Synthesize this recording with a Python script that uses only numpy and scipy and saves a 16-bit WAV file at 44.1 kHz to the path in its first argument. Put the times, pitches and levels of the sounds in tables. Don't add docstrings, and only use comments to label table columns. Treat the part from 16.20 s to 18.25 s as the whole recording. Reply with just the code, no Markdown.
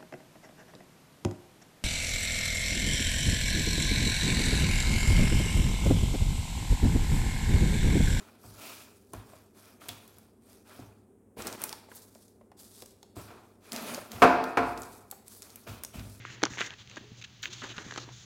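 import sys
import numpy as np
from scipy import signal
from scipy.fft import rfft, irfft
from scipy.io import wavfile

SR = 44100
rng = np.random.default_rng(int(sys.argv[2]) if len(sys.argv) > 2 else 0)


def transcribe(signal):
    frames = np.atleast_2d(signal).T
    limited = np.clip(frames, -1, 1)
    pcm = np.round(limited * 32767).astype(np.int16)
    wavfile.write(sys.argv[1], SR, pcm)


N = 90404

# frequency [Hz], envelope peak [dB], swell time [s].
CRACK_RINGS = [(300, -25.5, 0.0029), (638, -30.5, 0.0019), (800, -18.5, 0.00089), (1500, -16, 0.0006),
               (2200, -24, 0.001), (3200, -24.5, 0.00072), (4200, -18, 0.00042), (5520, -16.5, 0.00019),
               (10840, -13.5, 0.000078)]
CRACK_START_S, CRACK_BEND_DELAY_AT_1KHZ_S = 0.2352, 0.000647

# click time [s], level [dB], ring of the nearby panel [Hz],
# bass [dB], treble [dB].
KINK_SNAPS = [(0.0506, -15.5, 1300, -5, -51), (0.2198, -16.5, 1870, 4, -14), (0.243, -19.5, 3700, -18, -13),
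              (0.2533, -10.5, 5560, -3.5, 2.5), (0.2526, -13.5, 1150, -1, -20),
              (0.2601, -16, 1400, 12, -32), (0.2676, -18, 1070, 0, -22), (0.3362, -23, 1980, 8.5, -9),
              (0.3731, -15.5, 1630, 0.5, -30), (0.3831, -14, 1920, -3, -17),
              (0.3893, -10.5, 1690, -13, -12), (0.4076, -7, 1780, -5, -5), (.4090, -11.5, 1500, 10, 2),
              (0.4135, -8, 1950, -8, -24), (0.4156, -5.5, 2140, -5.5, -17), (0.423, -20, 1710, -12, -12),
              (.5055, -18, 2900, -7, -11.5), (0.538, -26.5, 3040, -22, -6), (0.6746, -30, 3200, -4, -2),
              (.6977, -30, 2270, -8, 6), (0.7134, -27, 2200, -29, -3), (.7600, -30.5, 2900, 1, 5),
              (0.7741, -24, 1630, -6, -13), (1.2368, -12.5, 3030, -21, -12),
              (1.2560, -8.5, 2200, -34, -9.5), (1.418, -24, 1610, -27, -12), (1.4230, -21.5, 1870, -2, -25),
              (1.4396, -24, 1500, 7, -20), (1.447, -25, 1400, 6, -7), (1.581, -13.5, 2900, -9, -11),
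              (1.5858, -19, 1500, 1, -14), (1.709, -18.5, 1500, -5, -13), (1.711, -21.5, 3000, -12, 1),
              (1.7225, -19, 1570, 5.5, -11), (1.739, -25.5, 3800, -15, 4), (1.7605, -19, 1290, 6, -4),
              (1.7761, -12.5, 970, 2, -3.5), (1.7791, -15.5, 1250, -9, 1)]
KINK_BEND_DELAY_AT_1KHZ_S = 0.000983
KINK_STRAIN_T60_S, KINK_SCATTER_T60_S = 0.008, 0.013

# start [s], length [s], level [dB], panel ring [Hz],
# bass [dB], treble [dB].
CRUNCH_RUNS = [(.2302, 0.0099, -32.5, 970, 15.5, 2), (.384, 0.011, -45, 1800, -14, -27),
               (.397, 0.018, -35.5, 2660, -2, -7), (.409, 0.026, -37, 1870, -3.5, -12),
               (.461, 0.012, -45, 6500, -2, 1.5), (.5355, 0.01, -44, 3340, -14, -15),
               (.585, 0.011, -58, 3600, -15, -5), (.766, 0.019, -42.5, 1630, 9, -8),
               (1.013, 0.02, -48, 2900, -38, -2.5), (1.039, .019, -44.5, 2900, -37, -3.5),
               (1.2275, 0.021, -39, 3340, -36, -0.5), (1.234, 0.025, -46, 2450, -29, -11),
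               (1.326, 0.025, -46.5, 3370, -15, 5.5), (1.419, 0.018, -41.5, 1700, 5, -14),
               (1.433, 0.023, -43.5, 1500, 6, -4), (1.565, .013, -45, 2100, -11, -2),
               (1.777, 0.017, -41, 1150, 4.5, -23), (1.887, 0.013, -49, 890, 3, -27)]
CRUNCH_RISE_S, CRUNCH_FALL_S, CRUNCH_SLIPS_PER_S = 0.001, 0.0083, 4300
CRUNCH_SPREAD_DB, CRUNCH_CLUMP_DB = 2, 3

# start [s], length [s], level [dB], panel ring [Hz],
# bass [dB], treble [dB].
SLIDE_STROKES = [(-.02, .08, -55, 2200, 0.5, -9), (.045, .075, -51, 1980, -5, -3.5),
                 (.095, 0.072, -52, 2320, 4, 2), (.15, 0.15, -57.5, 1990, 8.5, -9),
                 (.24, 0.042, -51, 1000, -3, -4), (.295, 0.083, -51.5, 1660, 7.5, 6.5),
                 (.37, 0.12, -44.5, 2120, 1, 2.5), (.47, 0.084, -52, 1730, 3, -7),
                 (.58, 0.056, -53, 3500, -5.5, -1), (.69, .12, -57.5, 3200, 4.5, -2.5),
                 (.795, 0.072, -63, 3460, 12.5, -7), (.965, 0.05, -64.5, 3500, 10.5, 12),
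                 (1.235, 0.06, -48.5, 2860, 1.5, 0.5), (1.297, 0.14, -52.5, 3380, -2, 4),
                 (1.425, 0.07, -47, 910, 2.5, -2), (1.483, .055, -45, 3230, 3, -2),
                 (1.53, .11, -53, 1500, -0.5, 0.5), (1.575, 0.069, -52, 1540, 11.5, 2),
                 (1.635, 0.15, -52.5, 1760, 7, 3), (1.77, .085, -50, 4540, 7, 0.5),
                 (1.84, 0.095, -59.5, 1000, 4.5, 0), (1.915, 0.14, -62.5, 3270, -15, 12)]
SLIDE_RISE_S, SLIDE_FALL_S, SLIDE_SLIPS_PER_S = 0.01, 0.018, 11000
SLIDE_SPREAD_DB, SLIDE_CLUMP_DB = -1.5, -0.4
CLUMP_SPACING_S = 0.00418

# start [s], length [s], level [dB].
HISS_BURSTS = [(1.222, 0.061, -38.5)]
# frequency [Hz], gain [dB].
HISS_SPECTRUM = [(3000, -53), (7000, -9), (10000, -12), (15000, 3)]

# start [s], envelope peak [dB], frequency [Hz].
HAND_PATS = [(.14, -46.5, 200), (.305, -39.5, 233), (0.319, -40.5, 129), (.4075, -33, 405),
             (0.811, -46.5, 248), (0.84, -52, 343), (.918, -42, 196), (1.457, -45, 216), (1.58, -39.5, 170),
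             (1.664, -38.5, 194), (1.878, -45, 318)]
PAT_SWELL_S = 0.0018

# start [s], length [s],
# level [dB], first frequency [Hz], last frequency [Hz].
POCKET_TONES = [(0.809, .13, -64.5, 393, 450.5), (1.229, .12, -66, 300, 408)]
POCKET_HALF_WIDTH_HZ = 21

# frequency [Hz], gain [dB].
SNAP_SPECTRUM = [(50, -41), (180, -5.5), (340, 3.5), (600, -3), (1000, -1), (1550, 0.5), (2300, -2),
                 (3200, -1), (4500, -1), (7000, -6)]
# frequency [Hz], gain [dB].
RUB_SPECTRUM = [(60, -15.5), (180, -4.5), (340, 3.5), (650, -5.5), (1000, -3), (1600, 1.5), (2400, -2.5),
                (3400, -0.5), (4600, -4), (7000, -8.5)]
PANEL_RING_DB, PANEL_RING_OCTAVES = 7, 0.34
BASS_HZ, MID_LOW_HZ, MID_HIGH_HZ, TREBLE_HZ = 650, 1400, 2900, 5600
TABLE_ECHO_GAIN, TABLE_ECHO_MAX_S = 0.15, 0.0011

ROOM_DB, ROOM_T60_S = -20, 0.24
# frequency [Hz], level [dB].
AIR_SPECTRUM = [(25, -18), (50, -6), (80, 0.5), (120, 8), (160, -1), (205, -1), (260, -8), (330, -10),
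                (650, -17.5), (1100, -17.5), (1900, -14.5), (3300, -12), (5000, -15), (7000, -25.5),
                (10000, -17.5), (15000, -14.5)]
AIR_RMS_DB = -55.5
# time [s], level [dB].
HUM_SWELL = [(0, -50), (.15, -59), (.3, -56.5), (.48, -72), (.56, -75), (.65, -86), (.72, -61), (.85, -61),
             (1.0, -54.5), (1.1, -66), (1.22, -84), (1.33, -60), (1.5, -52.5), (1.7, -59), (1.95, -56.5),
             (2.05, -62.5)]
HUM_HZ, HUM_WAVER = 119.3, 0.75

# frequency [Hz], gain [dB].
MIC_SPECTRUM = [(20, 2), (4200, 2.5), (5200, 0), (6400, 9.5), (7200, 5.5), (8100, -11.5), (9500, -18.5),
                (11500, -22), (13600, -28), (15300, -13), (16200, -28)]
BAND_EDGE_HZ = 16300


def crack(panel_cut_hz=150):
    out, t = np.zeros(N), np.arange(SR // 20) / SR
    for hz, db, swell_s in CRACK_RINGS:
        delay = CRACK_BEND_DELAY_AT_1KHZ_S * np.sqrt(1000 / hz)
        age = np.maximum(t - delay, 0)
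        envelope = age / swell_s * np.exp(1 - age / swell_s)
        add(out, CRACK_START_S, amp(db) * envelope * np.sin(2 * np.pi * hz * age))
    high_pass = signal.butter(2, panel_cut_hz, "high", fs=SR, output="sos")
    return signal.sosfilt(high_pass, out)


def kinks(scatter_db=-2, soft_hz=7500):
    out, t = np.zeros(N), np.arange(-SR // 100, SR // 25) / SR
    for s, db, *spot in KINK_SNAPS:
        decay = amp(-60 * np.maximum(t / KINK_SCATTER_T60_S, -t / KINK_STRAIN_T60_S))
        scatter = rng.standard_normal(len(t)) * decay
        click = amp(scatter_db) * scatter / np.linalg.norm(scatter) + (t == 0)
        snap = signal.fftconvolve(click, paper(SNAP_SPECTRUM, *spot))
        add(out, s + t[0], amp(db) * dispersed(snap))
    low_pass = signal.butter(1, soft_hz, fs=SR, output="sos")
    return signal.sosfilt(low_pass, out)


def dispersed(x):
    hz = np.fft.rfftfreq(len(x), 1 / SR)
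    phase = -4 * np.pi * KINK_BEND_DELAY_AT_1KHZ_S * np.sqrt(1000 * hz)
    return irfft(rfft(x) * np.exp(1j * phase), len(x))


def crunches():
    return friction(CRUNCH_RUNS, SNAP_SPECTRUM, CRUNCH_RISE_S, CRUNCH_FALL_S,
                    CRUNCH_SLIPS_PER_S, CRUNCH_SPREAD_DB, CRUNCH_CLUMP_DB)


def slides():
    return friction(SLIDE_STROKES, RUB_SPECTRUM, SLIDE_RISE_S, SLIDE_FALL_S,
                    SLIDE_SLIPS_PER_S, SLIDE_SPREAD_DB, SLIDE_CLUMP_DB)


def friction(rows, colour, *texture):
    out = np.zeros(N)
    for s, length_s, db, *spot in rows:
        slips = grains(length_s, *texture)
        add(out, s, amp(db) * signal.fftconvolve(slips, paper(colour, *spot)))
    return out


def grains(length_s, rise_s, fall_s, per_s, spread_db, clump_db):
    t = np.arange(0, length_s, 1 / SR)
    chance, size, sign = rng.random((3, SR // 4))[:, :len(t)]
    clumps = np.interp(t / CLUMP_SPACING_S, np.arange(SR // 100), rng.standard_normal(SR // 100))
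    size_steps = np.minimum(-np.log(size + 1e-9), 3)
    sizes = amp(spread_db * size_steps + clump_db * clumps)
    slips = (chance < per_s / SR) * np.sign(sign - 0.5) * sizes
    attack = np.minimum(t / rise_s, 1)
    release = np.minimum((length_s - t) / fall_s, 1)
    return unit(slips) * attack * release


def paper(colour, ring_hz, bass_db, treble_db):
    hz = bins()
    octaves = np.log2((hz + 1) / ring_hz)
    ring = PANEL_RING_DB * np.exp(-0.5 * (octaves / PANEL_RING_OCTAVES) ** 2)
    db = read(colour, hz) + ring
    shelves = read([(BASS_HZ, bass_db), (MID_LOW_HZ, 0), (MID_HIGH_HZ, 0), (TREBLE_HZ, treble_db)], hz)
    direct = causal(db + shelves) / np.sqrt(np.mean(amp(db) ** 2))
    out = direct.copy()
    add(out, TABLE_ECHO_MAX_S * rng.uniform(0.5, 1), TABLE_ECHO_GAIN * direct)
    return out


def hiss(fall_s=0.038):
    out = np.zeros(N)
    for s, length_s, db in HISS_BURSTS:
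        slips = grains(length_s, CRUNCH_RISE_S, fall_s, SLIDE_SLIPS_PER_S, SLIDE_SPREAD_DB, SLIDE_CLUMP_DB)
        burst = signal.fftconvolve(slips, causal(read(HISS_SPECTRUM, bins())))
        add(out, s, amp(db) * burst)
    return out


def pats():
    out, t = np.zeros(N), np.arange(SR // 15) / SR
    envelope = t / PAT_SWELL_S * np.exp(1 - t / PAT_SWELL_S)
    for s, db, hz in HAND_PATS:
        add(out, s, amp(db) * envelope * np.sin(2 * np.pi * hz * t))
    return out


def pockets():
    out = np.zeros(N)
    low_pass = signal.butter(2, POCKET_HALF_WIDTH_HZ, fs=SR, output="sos")
    for s, length_s, db, first_hz, last_hz in POCKET_TONES:
        u = np.arange(0, length_s, 1 / SR) / length_s
        slow = unit(signal.sosfilt(low_pass, rng.standard_normal((2, SR))))[:, -len(u):]
        hz = first_hz + (last_hz - first_hz) * u
        carrier = np.exp(2j * np.pi * np.cumsum(hz) / SR)
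        tone = ((slow[0] + 1j * slow[1]) * carrier).real
        add(out, s, amp(db) * np.sqrt(np.sin(np.pi * u)) * tone)
    return out


def room(x, onset_s=0.015):
    t = np.arange(SR // 2) / SR
    decay = amp(-60 * t / ROOM_T60_S) * np.minimum(t / onset_s, 1)
    tail = rng.standard_normal(len(t)) * decay
    return amp(ROOM_DB) * signal.fftconvolve(x, tail / np.linalg.norm(tail))[:N]


def background(waver_hz=18):
    hz, t = np.fft.rfftfreq(N, 1 / SR), np.arange(N) / SR

    def noise(gain):
        return unit(irfft(rfft(rng.standard_normal(N)) * gain, N))

    air = noise(amp(read(AIR_SPECTRUM, hz)))
    slow_gain = np.exp(-(hz / waver_hz) ** 2)
    waver = noise(slow_gain) + 1j * noise(slow_gain)
    hum = ((1 + HUM_WAVER * waver) * np.exp(2j * np.pi * HUM_HZ * t)).real
    hum_level = amp(np.interp(t, *np.transpose(HUM_SWELL)))
    return amp(AIR_RMS_DB) * air + hum_level * unit(hum)


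def amp(db):
    return 10 ** (np.asarray(db) / 20)


def unit(x):
    return x / np.sqrt(np.mean(x ** 2) + 1e-20)


def read(points, hz):
    f, db = np.transpose(points)
    return np.interp(np.log(hz + 1), np.log(f + 1), db)


def add(mix, s, sound):
    at = round(s * SR)
    sound = sound[max(-at, 0):]
    part = mix[max(at, 0):][:len(sound)]
    part += sound[:len(part)]


def bins(size=2048):
    return abs(np.fft.fftfreq(size, 1 / SR))


def causal(db):
    log_spectrum = np.conj(signal.hilbert(np.log(amp(db))))
    return np.fft.ifft(np.exp(log_spectrum)).real


def scene():
    near = crack() + kinks() + crunches() + slides() + hiss() + pats() + pockets()
    return (near + room(near) + background())[None]


def record(dry):
    coloured = signal.fftconvolve(dry, causal(read(MIC_SPECTRUM, bins()))[None], axes=1)[:, :N]
    band_limit = signal.firwin(255, BAND_EDGE_HZ, window=("kaiser", 9), fs=SR)
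    return signal.oaconvolve(coloured, band_limit[None], "same")


dry = scene()
out = record(dry)
transcribe(out)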